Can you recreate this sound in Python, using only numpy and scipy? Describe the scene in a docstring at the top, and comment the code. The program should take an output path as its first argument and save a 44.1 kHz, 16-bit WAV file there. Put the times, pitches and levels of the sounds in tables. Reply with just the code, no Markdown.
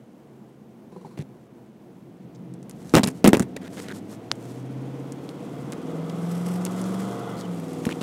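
"""Eight-cylinder car cabin with a tumbling camera

The engine idles, pulls away, revs up and changes gear: tones at multiples of its cycle rate boom as they cross
cabin resonances, over puffing intake noise. Rumble and tyre roar are coloured noise that grows with speed.
The brake pedal bumps and creaks. A camera slides off the dashboard and tumbles: noise bursts and ringing modes
make its knocks, short cycles its ticks, and grainy noise its scrapes, rubbing fingers and shivers in its seat."""
import sys
import numpy as np
from scipy import signal
from scipy.fft import rfft, irfft, next_fast_len
from scipy.io import wavfile
from scipy.ndimage import uniform_filter1d, map_coordinates

SR = 44100
rng = np.random.default_rng(int(sys.argv[2]) if len(sys.argv) > 2 else 0)


def materialize(psi):
    """Save the field psi as 16-bit PCM at rate SR to the path in sys.argv[1].

    A 1-D psi becomes a single channel; in a 2-D psi each row is a channel.
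    """
    bounded = np.clip(np.atleast_2d(psi).T, -1, 1)
    quanta = np.round(bounded * 32767).astype(np.int16)
    wavfile.write(sys.argv[1], SR, quanta)


N = 353682


def amp(db):
    """Decibels to gain."""
    return 10 ** (np.asarray(db) / 20)


def unit(x):
    """Scale to rms 1."""
    return x / np.sqrt(np.mean(x ** 2) + 1e-20)


def along(points, hz):
    """Read (frequency, value) points on a log frequency axis."""
    f, v = np.transpose(points)
    return np.interp(np.log(hz + 1), np.log(f + 1), v)


def curves(rows):
    """One value per sample for each column after the time."""
    s, *cols = np.transpose(rows)
    return [np.interp(np.arange(N) / SR, s, c) for c in cols]


def wobble(rate):
    """A smooth random curve with rate knots a second."""
    grid = np.arange(0, N + SR / rate, SR / rate / 5)
    knots = rng.standard_normal(int(N * rate / SR) + 4)
    smooth = map_coordinates(knots, [grid * rate / SR], mode="nearest")
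    return np.interp(np.arange(N), grid, smooth)


def filtered(x, response):
    """Shape the spectrum of x by a response of frequency."""
    m = next_fast_len(len(x) + 8192)
    return irfft(rfft(x, m) * response(np.fft.rfftfreq(m, 1 / SR)), m)[:len(x)]


def noise(spectrum, size=N):
    """Coloured noise of rms 1."""
    return unit(filtered(rng.standard_normal(size), lambda hz: amp(along(spectrum, hz))))


def add(track, s, sound):
    """Mix a sound into the track at time s."""
    part = track[max(round(s * SR), 0):][:len(sound)]
    part += sound[:len(part)]


def strokes(rows):
    """Smooth swells from rows of (middle [s], length [s], level at the middle [dB])."""
    out = np.zeros(N)
    for s, length, db in rows:
        add(out, s - length / 2, amp(db) * np.hanning(round(length * SR)))
    return out


def ring(modes, t, scatter_db, detune):
    """Damped modes of peak 1; each contact draws new strengths and slightly new pitches."""
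    y = 0
    for hz, db, t60 in modes:
        decay = amp(db + scatter_db * rng.normal() - 60 * t / t60)
        y = y + decay * np.sin(2 * np.pi * hz * (1 + detune * rng.normal()) * t)
    return y / np.abs(y).max()


def spot_colour(spectrum):
    """Every struck spot adds peaks and dips of its own to a shared spectrum."""
    hz = np.geomspace(80, 16000, 48)
    spot_db = 2.5 * rng.standard_normal(len(hz))
    return np.column_stack([hz, along(spectrum, hz) + spot_db])


PULL_AWAY_S, RUN_UP_S = 1.9, 4.93  # the car rolls off; time from there to full speed


def speed():
    """Road speed as a share of full speed: steady acceleration from rest."""
    return np.clip((np.arange(N) / SR - PULL_AWAY_S) / RUN_UP_S, 0, 1)


# engine speed: (time [s], firing rate [Hz])
FIRING_RATE = [(0, 42.6), (1.7, 42.2), (2.3, 60.5), (2.55, 64.5), (2.9, 77), (3.15, 83), (3.5, 91.5),
               (3.8, 97.5), (4.05, 103.7), (4.65, 129.2), (5.25, 139), (5.7, 151), (5.85, 159), (6.45, 176),
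               (7.2, 195.4), (7.35, 193.1), (7.65, 161.5), (8.02, 159.5)]
# throttle opening, eased for the gear change; also drives the road noise: (time [s], engine load [dB])
ENGINE_LOAD = [(0, -12.5), (1.9, -6.5), (2.5, -0.5), (4.3, -3), (5.8, -0.5), (7.3, 1.5), (7.55, -3),
               (8.02, -0.5)]
# hum at five times the firing rate, strongest soon after rolling off: (time [s], level before waver [dB])
HUM_LEVEL = [(0, -60.5), (1.8, -58.5), (2.35, -61), (2.48, -46), (2.58, -49), (2.7, -65), (3.2, -85)]
# colour of intake and valve noise: (frequency [Hz], relative level [dB per Hz])
INTAKE_COLOUR = [(600, -1.5), (1050, 1), (1250, 2), (1500, -1), (1800, -26), (2050, -2), (2300, -48),
                 (2800, -17.5), (3350, -8), (4200, -27.5), (9000, -44)]
ENGINE_DB, INTAKE_DB = -44.5, -44.5  # at 0 dB load and top revs
ENGINE_DB_PER_OCTAVE = 11  # growth of the tones with the revs


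def engine():
    """Eight firings a cycle drive exhaust tones and intake puffs; both grow with throttle and revs."""
    firing_hz, = curves(FIRING_RATE)
    load_db, = curves(ENGINE_LOAD)
    hum_db, = curves(HUM_LEVEL)
    cylinders = 8
    cycle_hz = uniform_filter1d(firing_hz, size=4000) / cylinders
    phase = 2 * np.pi * np.cumsum(cycle_hz) / SR
    revs = firing_hz / firing_hz.max()
    tone_db = ENGINE_DB + load_db + ENGINE_DB_PER_OCTAVE * np.log2(revs)
    tones = exhaust_tones(phase, cycle_hz, tone_db)
    hum = amp(hum_db + 2 * wobble(6)) * np.sqrt(2) * np.sin(5 * cylinders * phase)
    # one puff a firing
    puffs = unit(noise(INTAKE_COLOUR) * amp(1.2 * np.sin(cylinders * phase))) * revs ** 3
    return tones + amp(load_db + INTAKE_DB) * puffs + hum


# multiples of the cycle rate that stand out or stay back:
# (multiple, relative level [dB], extra at standstill that fades out towards full speed [dB])
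FAVOURED_MULTIPLES = [(5, 0, -16), (6, -11, 0), (7, -7, 0), (8, 9, 0), (10, -7, 0), (11, -8, 12),
                      (12, -7, 0), (16, 0, 6), (17, 1, 0), (18, 1, 0), (19, 0, 0), (22, 0, 7), (24, 5, 0),
                      (26, 1, 0), (27, 2, 0), (29, 3, 0), (32, 3, 0)]
PLAIN_MULTIPLE_DB = -2.5  # all other multiples
# the cabin's response to the engine: (frequency [Hz], gain [dB])
CABIN_RESPONSE = [(50, -34), (64, -16), (78, -7), (100, -7), (116, -1), (131, 9), (138, -1), (143, -5),
                  (149, -1), (157, -8), (163, 6), (168, 7), (177, 10), (192, 4), (197, 0), (212, 1),
                  (232, -2), (256, 5), (278, 2), (322, -1), (345, -8), (365, -3), (395, -10), (482, -2),
                  (505, -12), (610, -19), (670, -17), (700, -11), (730, -18), (900, -19), (1250, -15),
                  (1500, -26)]
# panels that sing when one multiple sweeps through them:
# (multiple, resonance [Hz], half width [Hz], rms level at the resonance [dB])
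SINGING_PANELS = [(13, 259, 11, -41.5), (14, 257, 7, -45), (14, 281, 8, -46), (16, 272, 8, -46),
                  (16, 321, 6, -44), (18, 362, 6, -46), (16, 203, 8, -47), (16, 128, 5, -50),
                  (16, 186, 9, -46), (17, 136, 5, -48), (26, 206, 5, -51), (8, 79, 5, -58),
                  (8, 102, 4, -52), (20, 385, 14, -49), (19, 462, 6, -47), (17, 279, 9, -44),
                  (18, 304, 6, -49), (22, 170, 4, -49), (22, 529, 6, -50), (24, 313, 7, -46.5),
                  (24, 282, 9, -50), (24, 484, 7, -44), (28, 473, 5, -50), (29, 707, 9, -45),
                  (29, 686, 5, -49), (30, 688, 6, -48), (32, 655, 20, -52), (32, 772, 8, -52),
                  (37, 745, 14, -53), (38, 700, 10, -53), (38, 845, 10, -52), (21, 466, 6, -47)]
SHIFT_S, SHIFT_HALF_S, SHIFT_CUT_DB = 7.28, 0.18, -9  # gear change: middle, half length, dip of the firing tone


def exhaust_tones(phase, cycle_hz, level_db):
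    """Unequal cylinders sound many multiples of the cycle rate; each swells as it crosses a cabin resonance."""
    step, firing = 8, 8  # all tones lie below 2 kHz, so a coarse time grid will do
    phase, cycle_hz, level_db = phase[::step], cycle_hz[::step], level_db[::step]
    pulling = 1 - speed()[::step]
    favoured = {round(k): db + extra_db * pulling for k, db, extra_db in FAVOURED_MULTIPLES}
    from_shift = (np.arange(0, N, step) / SR - SHIFT_S) / SHIFT_HALF_S
    shift_db = SHIFT_CUT_DB * np.exp(-np.abs(from_shift) ** 6)
    out = 0
    for k in range(5, 64):
        if k == firing:
            waver_db = shift_db + 1.1 * wobble(16)[::step]
        else:
            waver_db = 2.6 * wobble(5)[::step]
        tone_hz = k * cycle_hz
        db = level_db + favoured.get(k, PLAIN_MULTIPLE_DB) + along(CABIN_RESPONSE, tone_hz) + waver_db
        power = amp(db) ** 2
        for multiple, hz, width, peak_db in SINGING_PANELS:
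            if multiple == k:
                power = power + amp(peak_db) ** 2 / (1 + ((tone_hz - hz) / width) ** 2) ** 2
        # high multiples drift more in phase
        drift = 2 * np.pi * rng.random() + k / 110 * wobble(9)[::step]
        out = out + np.sqrt(power) * np.sin(k * phase + drift)
    return np.sqrt(2) * signal.resample_poly(out, step, 1)[:N]


# colours of body rumble, tyre roar and air hiss: (frequency [Hz], relative level [dB per Hz])
RUMBLE_COLOUR = [(20, -10), (45, -8), (75, -11), (105, -13), (130, 6.5), (165, -2), (210, 7.5), (280, -0.5),
                 (350, 3), (480, -13), (650, -14.5), (1000, -18), (2500, -41)]
TYRE_COLOUR = [(260, -19), (450, 0.5), (473, 3), (508, -0.5), (585, -5), (694, -3), (760, -7.5),
               (1070, -16.5), (1230, -21), (1860, -20.5), (2040, -21), (2210, -20.5), (3340, -25.5),
               (5000, -33.5), (6500, -34), (11000, -120)]
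AIR_COLOUR = [(1470, 20), (2500, -3), (3060, 12), (3330, -8), (4140, -11), (6110, -21), (13400, -12),
              (15200, -51.5), (16000, -22)]
RUMBLE_IDLE_DB, ROAR_IDLE_DB = -48.5, -58  # standing
RUMBLE_MOVING_DB, ROAR_MOVING_DB = -42, -43  # added at full speed and 0 dB load
RUMBLE_POWER, ROAR_POWER = 0.62, 0.72  # growth with speed
ROAD_LOAD_SHARE = 0.29  # dB per dB of engine load


def road():
    """Body rumble and tyre roar rise out of the idling cabin's noise with speed and load; air hisses faintly."""
    load_db, = curves(ENGINE_LOAD)
    drive = amp(ROAD_LOAD_SHARE * load_db)
    shake = np.hypot(amp(RUMBLE_IDLE_DB), amp(RUMBLE_MOVING_DB) * drive * speed() ** RUMBLE_POWER)
    roar = np.hypot(amp(ROAR_IDLE_DB), amp(ROAR_MOVING_DB) * drive * speed() ** ROAR_POWER)
    rumble = shake * amp(1.2 * wobble(11)) * noise(RUMBLE_COLOUR)
    tyres = roar * amp(0.34 * wobble(8.5)) * noise(TYRE_COLOUR)
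    return rumble + tyres + amp(-70.0) * noise(AIR_COLOUR)


# fingers and dashboard rub the sliding case: (middle [s], length [s], level at the middle [dB])
RUB_STROKES = [(2.913, 0.45, -54.5), (3.163, 0.17, -56), (3.74, 0.04, -54), (3.792, 0.25, -47),
               (3.965, 0.078, -44), (4.126, 0.11, -49), (4.496, 0.38, -54), (6.896, 0.98, -48),
               (7.39, 0.12, -51), (7.8, 0.75, -54)]
# colour of skin on plastic: (frequency [Hz], relative level [dB per Hz])
SKIN_COLOUR = [(800, 5.5), (1300, 4.5), (2500, -2.5), (3500, -1.5), (5000, -0.5), (7800, 1), (10500, -3.5),
               (13000, -8), (16000, -18)]
CREEP_STILL_DB, CREEP_MOVING_DB = -74.5, -55.5  # case creeping in its seat: standing, added at full speed
GRAIN_DB, FLUTTER_DB, CRACKLE_DB = 2, 1.5, -20  # fast grain, slower unevenness, stray catches against the rub


def rubbing():
    """Skin and plastic catch and slip in tiny grains, swelling with each stroke; stray crackles once moving."""
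    pressure = strokes(RUB_STROKES)
    creep = amp(CREEP_STILL_DB) + amp(CREEP_MOVING_DB) * speed() ** 2.0
    grain = amp(GRAIN_DB * wobble(400) + FLUTTER_DB * wobble(45))
    catches = (rng.random(N) < 25 / SR) * rng.uniform(-1, 1, N)  # about 25 a second
    crackle = unit(filtered(catches, lambda hz: amp(along(SKIN_COLOUR, hz))))
    rub = unit(noise(SKIN_COLOUR) * grain)
    return np.hypot(pressure, creep) * (rub + amp(CRACKLE_DB) * crackle * (speed() > 0))


# bumps and creaks as the brake lets go:
# (time [s], relative bump level [dB], creak peak [dB], creak pitch at the start [Hz])
PEDAL_MOVES = [(0.92, -37, -47, 665), (0.962, -30, -45, 1035), (1.012, -43, -52, 1070),
               (1.047, -35, -37, 920), (1.054, -37, -43, 835), (1.067, -35.5, -50, 790),
               (1.11, -44, -51, 1020)]
# modes of the pedal linkage: (frequency [Hz], relative level [dB], t60 [s])
LINKAGE_MODES = [(180, 5, 0.16), (377, 8, 0.046), (485, -4, 0.18), (850, 4, 0.019), (986, -13, 0.12)]
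CREAK_S, CREAK_SAG = 0.0035, 0.027  # time to swell; share by which the pitch ends up lower


def pedal():
    """The released brake bumps softly under the dashboard, creaks and sighs."""
    out, t = np.zeros(N), np.arange(SR // 3) / SR
    sigh_colour = [(1500, 6.0), (3500, -3), (4150, 5), (4700, -2), (10000, -4.0), (15000, -21)]
    for s, bump_db, creak_db, hz in PEDAL_MOVES:
        age = t / CREAK_S
        sag = 1 - CREAK_SAG * np.tanh(age / 2)
        creak = np.sin(2 * np.pi * hz * t * sag) * age ** 2 * np.exp(2 - 2 * age)
        bump = ring(LINKAGE_MODES, t, scatter_db=2, detune=.02) * (1 - np.exp(-t / .002))
        sigh = amp(-62.5 - 60 * t / 0.35) * noise(sigh_colour, size=len(t))
        add(out, s, amp(bump_db + 7.5) * bump + amp(creak_db) * creak + sigh)
    return out


# case and fingers scrape over plastic: (time [s], length [s], slip level [dB], ring level [dB],
# ring pitch at the start [Hz], ring pitch at the end [Hz], ring width [Hz])
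PLASTIC_SCRAPES = [(1.17, 0.062, -47, -57, 2100, 1725, 600), (2.346, 0.018, -64, -60, 5630, 5640, 2500),
                   (2.951, 0.043, -24.5, -28.5, 3000, 1877, 900),
                   (3.032, 0.013, -23.5, -31.5, 4230, 4260, 900),
                   (3.055, 0.041, -35.5, -45, 2210, 2236, 700), (3.248, 0.052, -34, -34, 2270, 1717, 700),
                   (3.34, 0.015, -25, -30, 1590, 2480, 600), (3.562, 0.015, -37.5, -42, 1940, 1920, 450),
                   (3.563, 0.0089, -41, -43.5, 3790, 3790, 900), (3.609, 0.081, -47, -52, 1690, 1685, 550),
                   (3.765, 0.042, -39.5, -46, 1600, 1790, 900), (3.832, 0.058, -48.5, -53, 1900, 1900, 900),
                   (3.881, 0.049, -42, -42, 1663, 1694, 650), (5.7203, .016, -38.5, -47, 2300, 2300, 1200),
                   (6.096, 0.0059, -41, -49, 3000, 3000, 900), (6.659, 0.016, -36.5, -57, 4000, 3000, 900),
                   (7.362, 0.068, -56, -54, 4400, 4380, 1300), (7.43, .03, -66, -53, 3050, 3000, 120),
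                   (7.898, 0.021, -38.5, -42, 1500, 3030, 700), (7.92, .009, -38, -35.5, 2640, 2650, 800),
                   (8.01, 0.011, -35, -43, 2700, 3330, 400)]
# colour of slips on plastic: (frequency [Hz], relative level [dB per Hz])
SLIP_COLOUR = [(50, -5), (160, 10), (400, 16.5), (1200, -1.5), (2800, 0), (3900, 0), (5000, -6),
               (7000, -5.5), (10000, -10.5), (16000, -22)]
SLIP_GRAIN_DB = 5.5  # how unevenly the plastic catches


def scrapes():
    """A dense run of tiny slips on grained plastic, its ring gliding with the spot that is touched."""
    out = np.zeros(N)
    grain, slips = amp(SLIP_GRAIN_DB * wobble(700)), noise(SLIP_COLOUR)
    for s, length, slip_db, ring_db, start_hz, end_hz, width_hz in PLASTIC_SCRAPES:
        n = round(length * SR)
        catch, run = (np.roll(v, -round(s * SR))[:n] for v in (grain, slips))
        glide = 2 * np.pi * np.cumsum(np.linspace(start_hz, end_hz, n)) / SR
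        # two slow noises on a gliding carrier make a gliding noise band; the extra samples let the filter settle
        b, a = signal.butter(2, width_hz / SR)
        narrow = signal.lfilter(b, a, rng.standard_normal((2, n + 1000)))[:, -n:]
        spot = narrow[0] * np.cos(glide) + narrow[1] * np.sin(glide)
        scrape = amp(slip_db) * unit(run * catch) + amp(ring_db) * unit(spot * np.sqrt(catch))
        add(out, s, scrape * signal.windows.tukey(n, .3))
    return out


# hard contacts, levels before the mix trims; the first three are the brake pedal knocking as it lets go, the
# rest the tumbling camera: # (time [s], crack [dB], thump [dB], clack [dB], thump pitch [Hz])
KNOCK_CONTACTS = [(1.1767, -44, -33.5, -37, 280), (1.1911, -44, -24, -40, 154), (1.211, -46, -34, -47, 139),
                  (2.9385, -11, -8.5, -10, 283), (2.945, -6, -15.5, -11, 171), (2.9513, -2, -9, -1, 297),
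                  (2.9608, -7, -13, -18, 143), (2.965, -5, -14.5, -16.5, 260), (2.97, -8, -18, -8.5, 226),
                  (2.978, -17, -34, -13.5, 280), (2.9933, -13, -13, -17, 237),
                  (3.0341, 0.5, -16.5, -20, 213), (3.0434, -8, -31, -24, 202),
                  (3.0612, -30, -21.5, -25, 243), (3.0742, -11, -20.5, -43, 201),
                  (3.0816, -12, -19.5, -27, 202.8), (3.0862, -9, -44, -26, 230),
                  (3.2433, 0, -8.5, -10.5, 288), (3.248, -4, -7, -6, 286), (3.255, -12, -27, -27, 260),
                  (3.26, -19, -25, -9, 250), (3.2743, -0.5, -6.5, -9.5, 318), (3.278, 4, -12, -19, 236),
                  (3.2825, -13, -6.5, -20, 223), (3.289, -6, -30, -26, 240), (3.3045, -23, -32, -43, 220),
                  (3.31, -31, -30, -44, 220), (3.3318, -1, -4, -4.5, 300), (3.336, -10, -20, -21, 280),
                  (3.343, -14, -32, -24, 305), (3.349, -12, -22, -19, 387), (3.37, -9, -17, -20, 248),
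                  (3.396, -3.5, -28, -21, 238), (3.403, -14, -12.5, -24.5, 230),
                  (3.4225, -12.5, -45, -34, 200), (3.4266, -17.5, -45, -30, 200),
                  (7.8531, -11, -38, -34, 228), (7.8668, -20, -17, -20.5, 228),
                  (7.891, -40, -42, -26.5, 256), (8.013, -21, -24, -27, 258)]
# colours of the bright crack and the duller clack: (frequency [Hz], relative level [dB per Hz])
CRACK_COLOUR = [(200, -50), (1200, 9.5), (2500, 3), (4000, -1.5), (6500, 6.5), (10000, 5), (13000, -9.5),
                (16000, -19)]
CLACK_COLOUR = [(80, -54), (250, 10.5), (500, 5.5), (850, 0), (1300, -6), (1700, -10), (2300, -14),
                (3500, -15.5), (8000, -28.5)]
# modes of dashboard and case: (frequency [Hz], relative level [dB], t60 [s])
PANEL_MODES = [(132.7, -13.5, 1), (203.2, 9, 0.17), (261, 1, 0.31), (335, 9, 0.085), (392, 1, 0.14),
               (445, -9, 0.27)]
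# modes of the plastic shell: (frequency [Hz], relative level [dB], t60 before extra damping [s])
SHELL_MODES = [(741, 6, 0.34), (1200, -3.5, 0.29), (1713, -20.5, 0.11), (2060, -1, 0.92), (2490, -3, 0.18),
               (2710, 7, 0.11), (2750, -35, 0.17), (3890, -9, 0.11)]
SHELL_DB, SHELL_DAMPING_S = -19, 0.13  # against the clack; extra damping (t60) by the surface it lies on
CRACK_S, CLACK_S = 0.0043, 0.0079  # t60 of the blow itself
CRACK_BUZZ_DB, CRACK_BUZZ_S = -15, 0.048  # loose parts after the blow: relative level, t60
CLACK_BUZZ_DB, CLACK_BUZZ_S = -14, 0.11
CHATTER_DB = 4.5  # how unevenly loose parts buzz
THUMP_CYCLES = 10  # a thump falls 60 dB in so many cycles, so low ones last longer


def knocks():
    """Each blow crackles on the case, clacks through loose trim, thumps at the spot and rings shell and panel."""
    out, t = np.zeros(N), np.arange(SR // 4) / SR
    chatter = unit(amp(CHATTER_DB * wobble(600)))
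    contact = 1 - np.exp(-t / .0002)
    for s, crack_db, thump_db, clack_db, hz in KNOCK_CONTACTS:
        buzz = np.roll(chatter, -round(s * SR))[:len(t)]
        crack_decay = amp(-60 * t / CRACK_S) + buzz * amp(CRACK_BUZZ_DB - 60 * t / CRACK_BUZZ_S)
        crack = noise(spot_colour(CRACK_COLOUR), size=len(t)) * crack_decay
        clack_decay = amp(-60 * t / CLACK_S) + buzz * amp(CLACK_BUZZ_DB - 60 * t / CLACK_BUZZ_S)
        clack = noise(spot_colour(CLACK_COLOUR), size=len(t)) * clack_decay
        thump_shape = amp(-60 * t * hz / THUMP_CYCLES) * (1 - np.exp(-2.5 * hz * t))
        thump = np.sin(2 * np.pi * hz * t) * thump_shape
        panel = ring(PANEL_MODES, t, scatter_db=2.5, detune=.03)
        shell_decay = amp(SHELL_DB - 60 * t / SHELL_DAMPING_S)
        shell = ring(SHELL_MODES, t, scatter_db=4, detune=.004) * shell_decay
        bright = amp(crack_db - 12.5) * crack + amp(clack_db + 3.5) * (clack + shell)
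        low = amp(thump_db + 7.5) * thump + amp(thump_db - 0.5) * panel
        add(out, s, contact * (bright + low))
    return out


# sharp ticks of the case: (time [s], snap peak [dB], pitch [Hz])
CASE_TICKS = [(2.539, -35.5, 7900), (2.629, -37.5, 7000), (2.696, -26, 9800), (2.711, -30.5, 6400),
              (2.895, -29.5, 4950), (2.9455, -10.5, 1980), (2.9532, 5.5, 4170), (2.9657, -6, 6500),
              (3.0365, -13, 4200), (3.04, -6.5, 4480), (3.0515, -19, 8000), (3.074, -13, 9300),
              (3.103, -30, 8000), (3.113, -35, 7000), (3.2437, -8.5, 4260), (3.261, -10.5, 2420),
              (3.2768, 0.5, 10000), (3.3324, -3, 2900), (3.3487, -13, 2360), (3.885, -26, 4000),
              (4.3158, -3, 4220), (4.3149, -14, 1250), (4.3153, -23, 610), (4.356, -38, 8000),
              (5.1221, -26, 7500), (5.2911, -28, 3770), (5.7222, -20.5, 7650), (6.097, -31.5, 4800),
              (6.652, -9.5, 8600), (6.662, -28, 6000), (6.816, -22.5, 8240), (6.841, -27, 5500),
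              (7.411, -26, 4540), (7.733, -30, 9000), (7.853, -19, 2690), (7.891, -19.5, 1410)]


def ticks():
    """The case snaps right at the microphone: a cycle or two, then a faint rattle."""
    out, t = np.zeros(N), np.arange(SR // 20) / SR
    for s, db, hz in CASE_TICKS:
        age = t * hz / 0.33  # in thirds of a cycle
        snap = np.sin(2 * np.pi * hz * t) * age ** 2 * np.exp(-age)
        rattle = amp(min(db - 19.5, -42) - 60 * t / 0.04) * noise(CRACK_COLOUR, size=len(t))
        add(out, s, amp(db) * snap / np.abs(snap).max() + rattle)
    return out


# long swells and short bursts of shivering at speed: (middle [s], length [s], level at the middle [dB])
SEAT_JUDDERS = [(6.33, 0.53, -52), (6.52, 0.29, -51), (6.318, 0.022, -45.5), (6.355, .014, -47),
                (6.38, .014, -47), (6.467, .018, -44), (6.487, .016, -45), (6.52, .012, -51),
                (6.541, .016, -48), (6.561, .016, -44), (6.615, 0.013, -49), (6.72, .02, -47),
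                (6.946, 0.016, -42), (7.003, .02, -43), (7.197, .02, -48), (7.3, 0.033, -51),
                (7.6, .012, -47)]
# colour of the case against its seat: (frequency [Hz], relative level [dB per Hz])
SEAT_COLOUR = [(2000, 5), (3500, -2), (4600, -1), (5500, 4), (6600, -4), (8100, 4.5), (8800, -4), (9500, 5),
               (10300, -4), (11400, 2.5), (12800, -8), (16000, -12)]
JUDDER_GRAIN_DB = 2  # roughness of the shiver


def judder():
    """Road bumps shake the case in its seat: a grainy, fluttering hiss in a few bright bands."""
    grain = amp(JUDDER_GRAIN_DB * wobble(500))
    return strokes(SEAT_JUDDERS) * unit(noise(SEAT_COLOUR) * grain)


def scene():
    """Everything heard in the cabin, in mono."""
    car = engine() + road() + pedal()
    camera = rubbing() + scrapes() + knocks() + ticks() + judder()
    return (car + camera)[None]


TOP_HZ = 15900  # band limit


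def record(dry):
    """The small microphone drops deep bass, overloads on the hardest blows and cuts off steeply at the top."""
    thin = signal.sosfilt(signal.butter(4, 74, "highpass", fs=SR, output="sos"), dry[0])
    clipped = thin / (1 + np.abs(thin / .7) ** 6) ** (1 / 6)  # levels off at 0.7
    return filtered(clipped, lambda hz: 1 / (1 + (hz / TOP_HZ) ** 120))[None]


dry = scene()
out = record(dry)
materialize(out)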